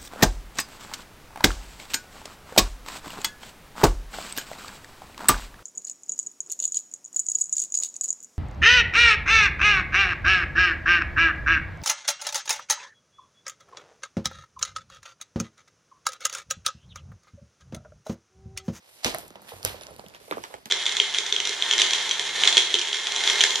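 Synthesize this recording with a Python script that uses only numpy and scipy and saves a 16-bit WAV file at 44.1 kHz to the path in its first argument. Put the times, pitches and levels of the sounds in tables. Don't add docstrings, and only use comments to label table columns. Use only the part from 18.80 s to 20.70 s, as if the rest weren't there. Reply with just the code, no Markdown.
import sys
import numpy as np
from scipy import signal
from scipy.fft import rfft, irfft
from scipy.io import wavfile
from scipy.ndimage import map_coordinates

SR = 44100
rng = np.random.default_rng(int(sys.argv[2]) if len(sys.argv) > 2 else 0)


def to_linear_factor(level_db):
    exponent = np.asarray(level_db, float) / 20
    return 10 ** exponent


def master(y):
    cut = np.clip(np.atleast_2d(y).T, -1, 1)
    pcm = np.round(cut * 32767)
    wavfile.write(sys.argv[1], SR, pcm.astype(np.int16))


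N = 83790

# start_s, crack_peak_db, crack_pitch_hz, treble_db (peak less TREBLE_CREST_DB)
CREASE_SNAPS = [(0.0393, -59, 4660, -68), (0.2335, -32, 1950, -60), (0.2404, -28, 3800, -51),
                (0.2445, -25, 2700, -50), (0.2455, -5.5, 5560, -22.5), (0.2577, -17, 3540, -36),
                (0.2667, -16.5, 2720, -40), (0.3458, -18, 1880, -24.5), (0.3844, -34.5, 2300, -24),
                (0.48, -53, 2770, -37.5), (0.5043, -34.5, 1950, -60), (0.556, -32.5, 3160, -72),
                (0.6182, -49, 2000, -40.5), (0.677, -38, 2980, -63), (0.6965, -42, 6000, -39),
                (0.8289, -25, 5010, -35), (0.8457, -32, 5700, -34), (0.8491, -9.5, 5700, -10.5),
                (0.8605, -35, 3500, -47), (0.8731, -38, 3370, -28), (1.002, -55, 3470, -62),
                (1.01, -29, 5500, -55), (1.011, -35, 3840, -55), (1.0343, -31, 6370, -60),
                (1.034, -36, 4200, -47), (1.0676, -25.5, 5440, -57), (1.1625, -37.5, 4300, -42),
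                (1.1945, -33.5, 4300, -70), (1.2629, -34.5, 3120, -56), (1.284, -35, 5500, -39.5),
                (1.298, -40.5, 5400, -60), (1.338, -38, 2470, -64), (1.3473, -30, 3080, -55),
                (1.468, -56, 2160, -56), (1.5107, -19.5, 3720, -35), (1.5105, -25, 2200, -52),
                (1.571, -43, 2800, -42), (1.6389, -22, 3220, -59), (1.637, -27, 5560, -55),
                (1.6495, -32, 1990, -64), (1.668, -40, 3200, -64), (1.7397, -26.5, 1830, -59),
                (1.7408, -32, 3600, -63), (1.8564, -23, 6900, -40), (1.86, -34, 2900, -40)]
# pitch_ratio, level_db
CREASE_MODES = [(0.92, 1.5), (0.662, 1), (0.3, -1.5), (1.51, -8.5), (3, -14)]
# start_s, initial_rms_db, centre_hz, treble_initial_rms_db, t60_s
AFTER_CRACKLES = [(.228, -41, 3420, -56, 0.21), (0.242, -23.5, 3200, -49, 0.087),
                  (.247, -38.5, 3370, -41, 0.41), (.257, -28.5, 3030, -42, .3),
                  (0.345, -40, 2450, -48, 0.12), (.385, -50, 2800, -46.5, 0.43),
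                  (0.554, -44, 2280, -54, 0.047), (.62, -75, 3000, -56, 0.12),
                  (.68, -46.5, 2540, -48.5, 0.35), (0.829, -50, 3970, -46, 0.37),
                  (0.85, -34.5, 2800, -39, 0.34), (0.871, -48, 3000, -42.5, 0.34),
                  (1.012, -47, 2870, -55, 0.23), (1.069, -60, 3950, -70, 0.23),
                  (1.194, -59, 2000, -63, 0.14), (1.348, -48, 2440, -54.5, 0.12),
                  (1.511, -36.5, 1770, -70, 0.079), (1.572, -61, 1490, -53, 0.13),
                  (1.638, -44, 2630, -56, 0.14), (1.741, -47.5, 2020, -79, 0.12),
                  (1.856, -50, 3066, -50.5, 0.19)]
# start_s, peak_db, settled_pitch_hz, ring_t60_s, flutter_re_peak_db, extra_start_pitch_share
PANEL_POPS = [(.233, -42.5, 654, 0.045, -14, 0.85), (0.2441, -29.5, 622, 0.022, -4.5, 1.02),
              (.257, -26, 231, 0.045, -7.5, 1.18), (0.2574, -30, 486, 0.016, -3, .3),
              (0.2641, -30.5, 235, 0.11, -6.5, 0.38), (.3445, -22, 667, 0.031, -21, 0.27),
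              (.352, -35, 633, .03, -33, 0.22), (.38, -37, 689, 0.084, -21, 0.085),
              (.429, -47.5, 453, 0.026, -1, 1.2), (.505, -45, 218, 0.018, -16, 1.8),
              (.554, -36, 500, 0.016, -14.5, 1.93), (0.614, -53, 195, 0.13, -34, 0.38),
              (.716, -39, 980, .02, -16, 0.25), (.718, -36, 465, 0.05, -12.5, 1.75),
              (.734, -38, 624, 0.026, -21, 1.46), (0.847, -26.5, 490, 0.029, -10.5, 0.84),
              (.899, -37, 395, 0.051, -12, 1), (0.941, -33, 483, 0.022, -15.5, 1.5),
              (1.0102, -37.5, 640, 0.013, -13, 0.45), (1.06, -48, 558, 0.044, -10, .3),
              (1.083, -38.5, 577, 0.032, -11.5, 0.32), (1.106, -39, 634, 0.018, -25, 0.22),
              (1.115, -42.5, 442, .02, -20, 0.53), (1.159, -43.5, 480, 0.019, -32, 0.47),
              (1.19, -46, 198, 0.044, -15, 0.45), (1.192, -33.5, 577, 0.0079, -15.5, 1.8),
              (1.2383, -38.5, 420, 0.012, -17, 1.9), (1.259, -46.5, 195, .031, -16, 0.31),
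              (1.344, -47, 634, .022, -5, 0.76), (1.409, -47.5, 418, 0.042, -14, 1),
              (1.478, -42.5, 494, 0.024, -8.5, 0.81), (1.5095, -23.5, 349, 0.0077, -14.5, 2.86),
              (1.5221, -17, 1176, 0.0074, -21.5, 0.041), (1.524, -33.5, 308, 0.041, -18, 0.086),
              (1.544, -44.5, 307, 0.044, -3.5, 0.63), (1.5689, -25, 412, 0.017, -15, 1.72),
              (1.58, -24.5, 1070, 0.0068, -30, 0.08), (1.581, -43, 414, 0.018, -15, .1),
              (1.604, -43, 292, 0.033, -16, 1.04), (1.636, -28.5, 915, 0.017, -17, 0.084),
              (1.639, -42, 380, 0.013, -15, 0.52), (1.648, -38, 980, 0.0092, -21, 0.11),
              (1.7035, -41.5, 490, 0.019, -22, 0.79), (1.738, -31.5, 504, 0.009, -16, 1.2),
              (1.7415, -32, 798, 0.02, -27, .1), (1.746, -38, 410, 0.0092, -28, 0.18),
              (1.855, -47.5, 216, 0.072, -5.5, 0.69), (1.8565, -40, 840, .02, -11.5, 0.33)]
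# start_s, peak_db, main_pitch_hz, ring_t60_s
TABLE_THUMPS = [(0.252, -28.5, 98, 0.076), (0.301, -43, 47.7, 0.22), (0.37, -58, 91, 0.049),
                (0.465, -54, 182, 0.093), (0.499, -57, 146, 0.077), (0.555, -52.5, 195, 0.13),
                (0.734, -45.5, 96.2, 0.41), (0.779, -54, 100, 0.15), (0.844, -32.5, 99, 0.26),
                (0.929, -39, 84, 0.11), (1.111, -43, 151, 0.039), (1.249, -53, 138, 0.11),
                (1.53, -57, 113, 0.1), (1.59, -49.5, 116, 0.16), (1.745, -51.5, 92.5, 0.099)]
# start_s, peak_db, t60_s
METAL_PINGS = [(1.019, -48.5, 0.14), (1.041, -62, 0.054), (1.103, -55, 0.088), (1.181, -60, 0.1)]
# time_s, body_db, middle_db, treble_db, rumble_db
RUSTLE_LEVELS = [(0.0, -73, -68.5, -72.5, -82), (0.152, -63, -66.5, -54.5, -74),
                 (0.274, -56, -61.5, -64, -78), (0.338, -61, -43, -62, -48), (0.402, -70, -55.5, -48, -57),
                 (0.476, -84, -61.5, -100, -65), (0.672, -63, -59, -56.5, -68.5),
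                 (0.788, -61, -57.5, -54.5, -64), (0.894, -61, -48.5, -65, -60.5),
                 (0.962, -60.5, -55, -70, -61), (1.196, -65.5, -61.5, -59.5, -59),
                 (1.332, -67.5, -61, -68.5, -64.5), (1.48, -61, -63.5, -55.5, -66.5),
                 (1.634, -58, -74, -57.5, -69), (1.714, -58.5, -53, -56.5, -70.5),
                 (1.9, -85, -74.5, -76, -68.5)]
# centre_hz, first_pass_width_hz
RUSTLE_FILTERS = [(2830, 3600), (600, 695), (9600, 11000), (102, 256)]
GRAIN_DECAYS_S = [0.0029, 0.00085, 0.0039, 0.0091]
DIFFUSE_LEVELS_DB = [0, 2, -13, -2]
# time_s, lag_samples
PORT_LAG = [(0, 8.8), (.9, 9.07), (1.2, 11.35), (1.5, 14.4), (1.9, 18.8)]
# frequency_hz, relative_level_db
TONE_SHAPE = [(24, -56), (40, -40), (502, -16), (693, -63), (866, -20), (2110, 7), (2390, 2), (4790, 2),
              (7870, -8.5), (15000, -27)]

SPLIT_HZ, TREBLE_LAG_SAMPLES = 7600, 4.12
PAN_DB, TREBLE_PAN_DB, BASS_PAN_DB = -4.5, -0.2, -3.5
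SNAP_DECAY_S, SNAP_Q = 0.0004, 2.88
TREBLE_HZ, TREBLE_WIDTH_HZ, TREBLE_CREST_DB = 12100, 10500, 9
AFTER_RISE_S, CRACKLE_GRAIN_DB = 0.003, 2.8
POP_DELAY_S, POP_RISE_S, POP_PARTIAL_RATIO, POP_PARTIAL_DB = 0.0015, 0.00052, 1.81, -9.5
GLIDE_CYCLES, HOLD_CYCLES, FLUTTER_T60_S = 0.57, 1.52, 0.18
THUMP_RISE_S, PING_RISE_S, PING_HZ = 0.0025, 0.0013, 11020
GRAINS_PER_S, GRAIN_SPREAD_DB = 2500, 2.5
TONE_RMS_DB = -62.5
STEADY_TOP_HZ, TOP_HZ = 14300, 16200


def snaps():
    out, t = np.zeros((2, N)), np.arange(400) / SR
    noise = rng.standard_normal((len(CREASE_SNAPS), 2, len(t)))
    for (s, db, hz, treble_db), z in zip(CREASE_SNAPS, noise):
        push = z * np.exp(-t / SNAP_DECAY_S) * 0.43 + 2 * (t == 0)
        crack = 0
        for ratio, mode_db in CREASE_MODES:
            mode_hz = hz * ratio
            if mode_hz < SPLIT_HZ:
                crack = crack + to_linear_factor(mode_db) * steep(push[0], mode_hz, mode_hz / SNAP_Q)
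        treble = steep(push[1], TREBLE_HZ, TREBLE_WIDTH_HZ)
        add(out, s + 0.000829, crack, db, PAN_DB)
        add(out, s + 0.000785, treble, treble_db + TREBLE_CREST_DB, PAN_DB)
    return out


def crackles():
    out = np.zeros((2, N))
    noise = rng.standard_normal((len(AFTER_CRACKLES), 4, SR // 4))
    for (s, db, hz, treble_db, t60_s), z in zip(AFTER_CRACKLES, noise):
        steps = np.repeat(z[3], 64)[:SR // 4]
        grains = z[:3] * to_linear_factor(CRACKLE_GRAIN_DB * steps)
        out += after(s, grains, hz, 1.35 * hz, db, t60_s, DIFFUSE_LEVELS_DB[0])
        out += after(s, grains, TREBLE_HZ, TREBLE_WIDTH_HZ, treble_db, t60_s, DIFFUSE_LEVELS_DB[2])
    return out


def pops():
    out = np.zeros((2, N))
    noise = rng.standard_normal((len(PANEL_POPS), 3, SR // 5))
    for (s, db, hz, t60_s, flutter_db, glide), z in zip(PANEL_POPS, noise):
        main = ring(hz, t60_s, POP_RISE_S, glide, HOLD_CYCLES)
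        partial = ring(hz * POP_PARTIAL_RATIO, t60_s, POP_RISE_S)
        add(out, s + POP_DELAY_S, main + to_linear_factor(POP_PARTIAL_DB) * partial, db, PAN_DB)
        out += after(s, z, 1.023 * hz, 1.13 * hz, db + flutter_db, FLUTTER_T60_S, DIFFUSE_LEVELS_DB[1])
    return out


def thumps():
    out = np.zeros((2, N))
    for s, db, hz, t60_s in TABLE_THUMPS:
        main = ring(hz, t60_s, THUMP_RISE_S)
        lower = ring(hz * 0.59, t60_s, THUMP_RISE_S)
        upper = ring(hz * 1.3, t60_s, THUMP_RISE_S)
        add(out, s, main + 0.44 * lower + 0.386 * upper, db, BASS_PAN_DB)
    return out


def pings():
    out = np.zeros((2, N))
    for s, db, t60_s in METAL_PINGS:
        add(out, s, ring(PING_HZ, t60_s, PING_RISE_S), db, PAN_DB)
    return out


def rustle():
    t, levels, out = np.arange(N) / SR, np.array(RUSTLE_LEVELS), 0
    hits = (rng.random(N) < GRAINS_PER_S / SR) * to_linear_factor(GRAIN_SPREAD_DB * rng.exponential(size=N))
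    bands = zip(RUSTLE_FILTERS, GRAIN_DECAYS_S, DIFFUSE_LEVELS_DB)
    for k, ((hz, width_hz), decay_s, diffuse_db) in enumerate(bands):
        env = signal.lfilter([1], [1, -np.exp(-1 / (decay_s * SR))], hits)
        gain = to_linear_factor(np.interp(t, levels[:, 0], levels[:, k + 1]))
        grains = steep(env * rng.standard_normal((3, N)), hz, width_hz)
        direct, diffuse_left, diffuse_right = gain * unit(grains)
        if hz > SPLIT_HZ:
            lag, pan_db = TREBLE_LAG_SAMPLES, TREBLE_PAN_DB
        else:
            lag, pan_db = np.interp(t, *np.array(PORT_LAG).T), PAN_DB
        late = map_coordinates(direct, [np.arange(N) - lag], mode="mirror")
        left = late + to_linear_factor(diffuse_db) * diffuse_left
        right = direct + to_linear_factor(diffuse_db) * diffuse_right
        out = out + np.array([left, right]) * to_linear_factor(np.array([[pan_db], [-pan_db]]) / 2)
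    return out


def room_tone():
    hz, shape = np.fft.rfftfreq(N, 1 / SR) + 1, np.array(TONE_SHAPE)
    weight = to_linear_factor(np.interp(np.log(hz), np.log(shape[:, 0]), shape[:, 1]))
    z = rfft(rng.standard_normal((3, N))) * weight
    common = ports(irfft(z[0], N), 0, 0.5)[:, :N]
    separate = irfft(z[1:] * np.where(hz < SPLIT_HZ, 0.6, 0.2), N)
    return to_linear_factor(TONE_RMS_DB) * unit(common + separate)


def ring(hz, t60_s, rise_s, glide=0, hold_cycles=0):
    t60_s, drop_s, hold_s = max(t60_s, 0.004), GLIDE_CYCLES / hz, hold_cycles / hz
    t = np.arange(int(t60_s * SR) + SR // 50) / SR
    turns = hz * (t + glide * drop_s * (1 - np.exp(-t / drop_s)))
    fade = np.exp(-np.log(1000) * np.maximum(t - hold_s, 0) / t60_s)
    return np.sin(2 * np.pi * turns) * fade * (1 - np.exp(-t / rise_s))


def after(s, z, hz, width_hz, db, t60_s, diffuse_db):
    t, i = np.arange(z.shape[1]) / SR, int(s * SR)
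    swell = (1 - np.exp(-t / AFTER_RISE_S)) ** 2
    v = unit(dull(steep(z, hz, width_hz))) * to_linear_factor(db - 60 * t / t60_s) * swell
    out = np.zeros((2, N + len(t)))
    out[:, i:i + len(t)] = ports(v[0], s, PAN_DB)[:, :len(t)] + to_linear_factor(diffuse_db) * v[1:]
    return out[:, :N]


def ports(sound, s, pan_db):
    size = len(sound) + 32
    cycles = np.fft.rfftfreq(size)
    low = cycles * SR < SPLIT_HZ
    half = to_linear_factor(np.where(low, pan_db, TREBLE_PAN_DB) / 2)
    lag = np.where(low, np.interp(s, *np.array(PORT_LAG).T), TREBLE_LAG_SAMPLES)
    late = np.exp(-2j * np.pi * cycles * lag)
    spec = rfft(sound, size)
    return irfft(np.array([spec * half * late, spec / half]), size)


def add(out, s, sound, db, pan_db):
    i = int(s * SR)
    v = ports(sound * to_linear_factor(db) / np.abs(sound).max(), s, pan_db)[:, :N - i]
    out[:, i:i + v.shape[1]] += v


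def band(x, hz, width_hz):
    return signal.lfilter(*signal.iirpeak(hz, hz / width_hz, fs=SR), x)


def steep(x, hz, width_hz):
    return band(band(x, hz, width_hz), hz, 2 * width_hz)


def unit(x):
    return x / np.sqrt(np.mean(x ** 2))


def dull(x):
    return signal.sosfilt(signal.butter(12, STEADY_TOP_HZ, fs=SR, output="sos"), x)


def scene():
    return snaps() + crackles() + pops() + thumps() + pings() + dull(rustle() + room_tone())


def roll_off(x):
    return signal.sosfilt(signal.butter(12, 17120, fs=SR, output="sos"), x)


def record(dry):
    x = signal.sosfilt(signal.butter(4, 40, "high", fs=SR, output="sos"), dry)
    x = signal.sosfilt(signal.butter(10, TOP_HZ, fs=SR, output="sos"), x)
    return roll_off(x)


dry = scene()
out = record(dry)
master(out)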